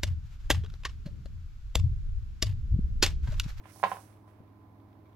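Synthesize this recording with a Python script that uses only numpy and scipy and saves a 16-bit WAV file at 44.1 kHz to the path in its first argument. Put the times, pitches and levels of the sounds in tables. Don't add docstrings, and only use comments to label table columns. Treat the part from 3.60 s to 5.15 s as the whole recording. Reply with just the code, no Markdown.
import sys
import numpy as np
from scipy import signal
from scipy.fft import rfft, irfft
from scipy.io import wavfile

SR = 44100
rng = np.random.default_rng(int(sys.argv[2]) if len(sys.argv) > 2 else 0)


def int16_out(signal):
    q = np.round(np.clip(np.atleast_2d(signal).T, -1, 1) * 32767)
    wavfile.write(sys.argv[1], SR, q.astype(np.int16))


def how_loud(loudness_db):
    steps = np.asarray(loudness_db, float) / 20
    return 10 ** steps


N = 68355

# frequency in Hz, left minus right in dB.
AIR_BALANCE = [(60, .6), (110, 0), (200, -5), (380, -5), (700, -4.5), (1290, -9), (2380, -2.5),
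               (4400, -1.5), (15000, 0)]
# start in seconds, level in dB, cut of the soft contact in Hz,
# ring time under the hand as a multiple of the free ring time.
KNOCKS = [(.0560, -45, 2600, 0.51), (0.16, -43, 790, 1.2), (.1990, -40, 814, .5),
          (.2300, -22.5, 1500, 1.36), (0.2374, -14.5, 2500, 1.11), (0.2431, -32.5, 1270, 1),
          (0.2565, -42, 2000, 0.3), (0.3164, -24, 1800, .9), (.3203, -29, 1300, 0.37),
          (.3690, -35, 1260, 0.2), (0.3763, -42.5, 1280, 1), (0.678, -49.5, 905, 0.43)]
# frequency in Hz, likeness from 0 to 1.
SLIDE_LIKENESS = [(1200, 0.26), (4000, 0.067), (15000, 0.14)]


def rms_one(x):
    return x / np.sqrt(np.mean(x ** 2) + 1e-20)


def at_hz(points, hz):
    table = np.array(points)
    return np.interp(np.log(hz), np.log(table[:, 0]), table[:, 1])


def drift(rate_hz):
    hop = 40
    pole = np.exp(-2 * np.pi * rate_hz * hop / SR)
    noise = rng.standard_normal(N // hop + 2002)
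    slow = signal.lfilter([1], [1, -2 * pole, pole * pole], noise)[2000:]
    return np.interp(np.arange(N) / hop, np.arange(len(slow)), rms_one(slow - slow.mean()))


def ring(clicks, hz, t60):
    r = how_loud(-60 / (t60 * SR))
    w = 2 * np.pi * hz / SR
    return signal.lfilter([0, np.sin(w)], [1, -2 * r * np.cos(w), r * r], clicks + 1e-18)


def sides(balance_db):
    return how_loud(np.array([[.5], [-.5]]) * balance_db)


def coloured(source, spectrum, balance, likeness):
    hz = np.maximum(np.fft.rfftfreq(N, 1 / SR), 1)
    inside = (hz >= spectrum[0][0]) & (hz <= spectrum[-1][0])
    mid, side = rfft(source)
    alike = np.clip(at_hz(likeness, hz), -1, 1)
    pair = np.sqrt(1 + alike) * mid + np.sqrt(1 - alike) * side * np.array([[1], [-1]])
    colour = how_loud(at_hz(spectrum, hz)) * inside
    out = irfft(pair * colour * sides(at_hz(balance, hz)), N)
    return out / np.sqrt(np.mean(out.mean(axis=0) ** 2))


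def grains():
    grains_per_s, spread_db = 12000, 1.2
    present = rng.random((2, N)) < grains_per_s / SR
    heights = rng.standard_normal((2, N)) * how_loud(spread_db * rng.exponential(1, (2, N)))
    return present * heights


def strike(events, modes, spread_db):
    luck = rng.standard_normal((len(events), len(modes)))
    rows = np.zeros((len(modes), N))
    for (s, db, *contact), chances in zip(events, luck):
        start = int(s * SR)
        click = np.zeros(min(N - start, SR // 4))
        click[0] = how_loud(db)
        cut_hz, share = contact or (SR, 1)
        for row, (hz, level_db, t60, *_), chance in zip(rows, modes, chances):
            softness = 1 + (hz / cut_hz) ** 3
            gain = how_loud(level_db + spread_db * chance) / softness
            row[start:start + len(click)] += ring(click, hz, t60 * share) * gain
    return rows


def room_tone():
    # frequency in Hz, level in dB per Hz (relative).
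    air_colour = [(20, -36), (37, -17), (60, -28), (90, -9.5), (125, -8.5), (200, -16), (300, -8.5),
                  (390, -17.5), (520, -21.5), (640, -17), (1050, -20.5), (1300, -28), (1700, -33.5),
                  (2200, -35), (3000, -42.5), (4000, -42.5), (7000, -51), (9000, -52.5), (12000, -45),
                  (16000, -46.5)]
    # frequency in Hz, left-right likeness from 0 to 1.
    air_likeness = [(60, .9), (130, .85), (290, .8), (640, .55), (1410, .05), (15000, 0)]
    level_db = -61
    return how_loud(level_db) * coloured(rng.standard_normal((2, N)), air_colour, AIR_BALANCE, air_likeness)


def hum():
    # frequency in Hz, rms level in dB midway between the sides.
    hum_tones = [(61, -72), (86, -66), (103.4, -58), (207, -70), (276, -72), (317, -68), (414, -78),
                 (625, -80), (1017.5, -75)]
    t = np.arange(N) / SR
    total = np.zeros((2, N))
    for hz, db in hum_tones:
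        tone = np.sqrt(2) * how_loud(db) * np.sin(2 * np.pi * (hz * t + rng.random()))
        total += tone * sides(at_hz(AIR_BALANCE, hz))
    return total


def room(x):
    # frequency in Hz, time to fall 60 dB in seconds.
    room_t60 = [(200, 1), (600, 0.2), (1200, 0.26), (3000, 0.3), (8000, 0.15)]
    gain_db, balance_db, delay_s = -12.5, -5.5, 0.003
    low_cut_hz, likeness = 450, .55
    t = np.arange(SR // 2) / SR
    tail = np.zeros((2, len(t)))
    limits_hz = 100 * 2 ** np.arange(0, 7.1, .5)
    for low, high in zip(limits_hz, limits_hz[1:]):
        sos = signal.butter(2, [low, high], "band", fs=SR, output="sos")
        band = signal.sosfilt(sos, rng.standard_normal((2, len(t))))
        tail += band * how_loud(-60 * t / at_hz(room_t60, np.sqrt(low * high)))
    mid, side = tail
    tail = np.sqrt(1 + likeness) * mid + np.sqrt(1 - likeness) * side * [[1], [-1]]
    tail = tail * (t > delay_s)
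    tail = tail / np.sqrt(np.sum(tail ** 2, axis=1, keepdims=True) * .5)
    high_pass = signal.butter(2, low_cut_hz, "high", fs=SR, output="sos")
    sent = signal.sosfilt(high_pass, x.mean(axis=0))
    return how_loud(gain_db) * sides(balance_db) * signal.fftconvolve(sent[None], tail, axes=1)[:, :N]


def thud():
    # start in seconds, level in dB.
    thud_events = [(.804, -42.5)]
    # frequency in Hz, level in dB, time to fall 60 dB in seconds.
    thud_modes = [(160, -3, .07), (230, -2, .06), (380, -8, .04)]
    right_db = -8
    left = strike(thud_events, thud_modes, 0.67).sum(axis=0)
    return np.array([left, how_loud(right_db) * left])


def binding_ticks():
    # start in seconds, level in dB.
    tick_events = [(.528, -67), (.534, -72), (.541, -69), (.572, -71), (.674, -74), (.690, -74),
                   (.777, -88), (.879, -75), (1.186, -78), (1.202, -74), (1.288, -74), (1.304, -72),
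                   (1.330, -74), (1.391, -74), (1.458, -73), (1.464, -72), (1.470, -74.5), (1.493, -73),
                   (1.498, -67.5), (1.526, -70), (1.531, -68), (1.547, -78)]
    # frequency in Hz, level in dB, time to fall 60 dB in seconds.
    tick_modes = [(2300, 6.5, 0.011), (3420, 8.5, 0.0041), (5660, -14, 0.0077)]
    right_db = -18
    left = strike(tick_events, tick_modes, 3.5).sum(axis=0)
    return np.array([left, how_loud(right_db) * left])


def floor_boards():
    # frequency in Hz, level in dB, free time to fall 60 dB in seconds.
    board_modes = [(187.7, -27.5, .2)]
    return strike(KNOCKS, board_modes, 1.0) * sides(-9.0)


def page_clap():
    level_db, t60_s, balance_db = -20, 0.083, -7.5
    low_hz, high_hz = 1360, 3270
    force = np.zeros(N)
    for s, db, cut_hz, _ in KNOCKS:
        force[int(s * SR)] = how_loud(db + level_db) * (cut_hz / low_hz) ** 2
    envelope = signal.lfilter([1], [1, -how_loud(-60 / (t60_s * SR))], force)
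    sos = signal.butter(2, [low_hz, high_hz], "band", fs=SR, output="sos")
    return signal.sosfilt(sos, envelope * rng.standard_normal((2, N))) * sides(balance_db)


def book_knocks():
    # frequency in Hz, level in dB,
    # free time to fall 60 dB in seconds, left minus right in dB.
    book_modes = [(435, -14, .07, -1), (500, -18, .06, -2), (590, -21, .05, -3), (675, -16, .04, -4),
                  (780, -4, .04, -4), (850, -10, .03, -5), (950, -11, .04, -6), (1022, -3, .05, -8),
                  (1320, -13, .035, -8), (1450, -16, .035, -8), (1635, -11, .04, -8), (1875, -17, .035, -4),
                  (2090, -21, .03, -4), (2400, -22, .025, -3), (2700, -22, .025, -2)]
    left_lag_s = .0001
    balance_db = np.array(book_modes)[:, 3]
    left, right = sides(balance_db) @ strike(KNOCKS, book_modes, 1.5)
    left = np.interp(np.arange(N) - left_lag_s * SR, np.arange(N), left)
    sos = signal.butter(4, [540, 3200], "band", fs=SR, output="sos")
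    return signal.sosfilt(sos, [left, right])


def page_rustle():
    # time in seconds, level in dB.
    rustle_level = [(0, -69), (.03, -88), (.04, -66), (.065, -67), (.1, -66), (.15, -71.5), (.22, -71),
                    (.4, -74.5), (.5, -74), (.6, -86), (.67, -97), (.68, -76.5), (.75, -80), (1.2, -92),
                    (1.32, -85), (1.42, -88), (1.55, -84)]
    # frequency in Hz, level in dB per Hz (relative).
    rustle_colour = [(1200, 7.5), (2200, 5), (3200, -1), (4500, -14), (7000, -15.5)]
    # frequency in Hz, left minus right in dB.
    rustle_balance = [(1200, -14), (2400, -10.5), (7000, -12)]
    t = np.arange(N) / SR
    level_db = np.interp(t, *np.transpose(rustle_level)) + 1.5 * drift(27)
    return coloured(grains(), rustle_colour, rustle_balance, SLIDE_LIKENESS) * how_loud(level_db)


def hand_slide():
    # time in seconds, level in dB.
    slide_level = [(0.0, -109), (0.012, -87), (0.092, -66), (0.138, -62.5), (0.23, -60.5), (0.238, -63.5),
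                   (0.296, -57.5), (0.32, -57.5), (0.4, -65), (0.404, -62.5), (0.66, -92), (0.68, -80),
                   (0.8, -95)]
    # frequency in Hz, level in dB per Hz (relative).
    slide_colour = [(2500, 2), (4000, 10.5), (6000, 14), (7000, 5.5), (8500, 8), (11500, 10), (14000, -7),
                    (16000, 10)]
    # frequency in Hz, left minus right in dB.
    slide_balance = [(2500, -10), (4400, -12), (6000, -13), (8000, -25), (15000, -25)]
    t = np.arange(N) / SR
    level_db = np.interp(t, *np.transpose(slide_level), right=-120)
    return coloured(grains(), slide_colour, slide_balance, SLIDE_LIKENESS) * how_loud(level_db)


def scene():
    blows = book_knocks() + page_clap() + floor_boards() + binding_ticks() + thud()
    hand = hand_slide() + page_rustle()
    return blows + room(blows) + hand + hum() + room_tone()


def top_cut(x):
    return signal.sosfilt(signal.butter(12, 16020, fs=SR, output="sos"), x)


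def record(dry):
    return top_cut(dry)


dry = scene()
out = record(dry)
int16_out(out)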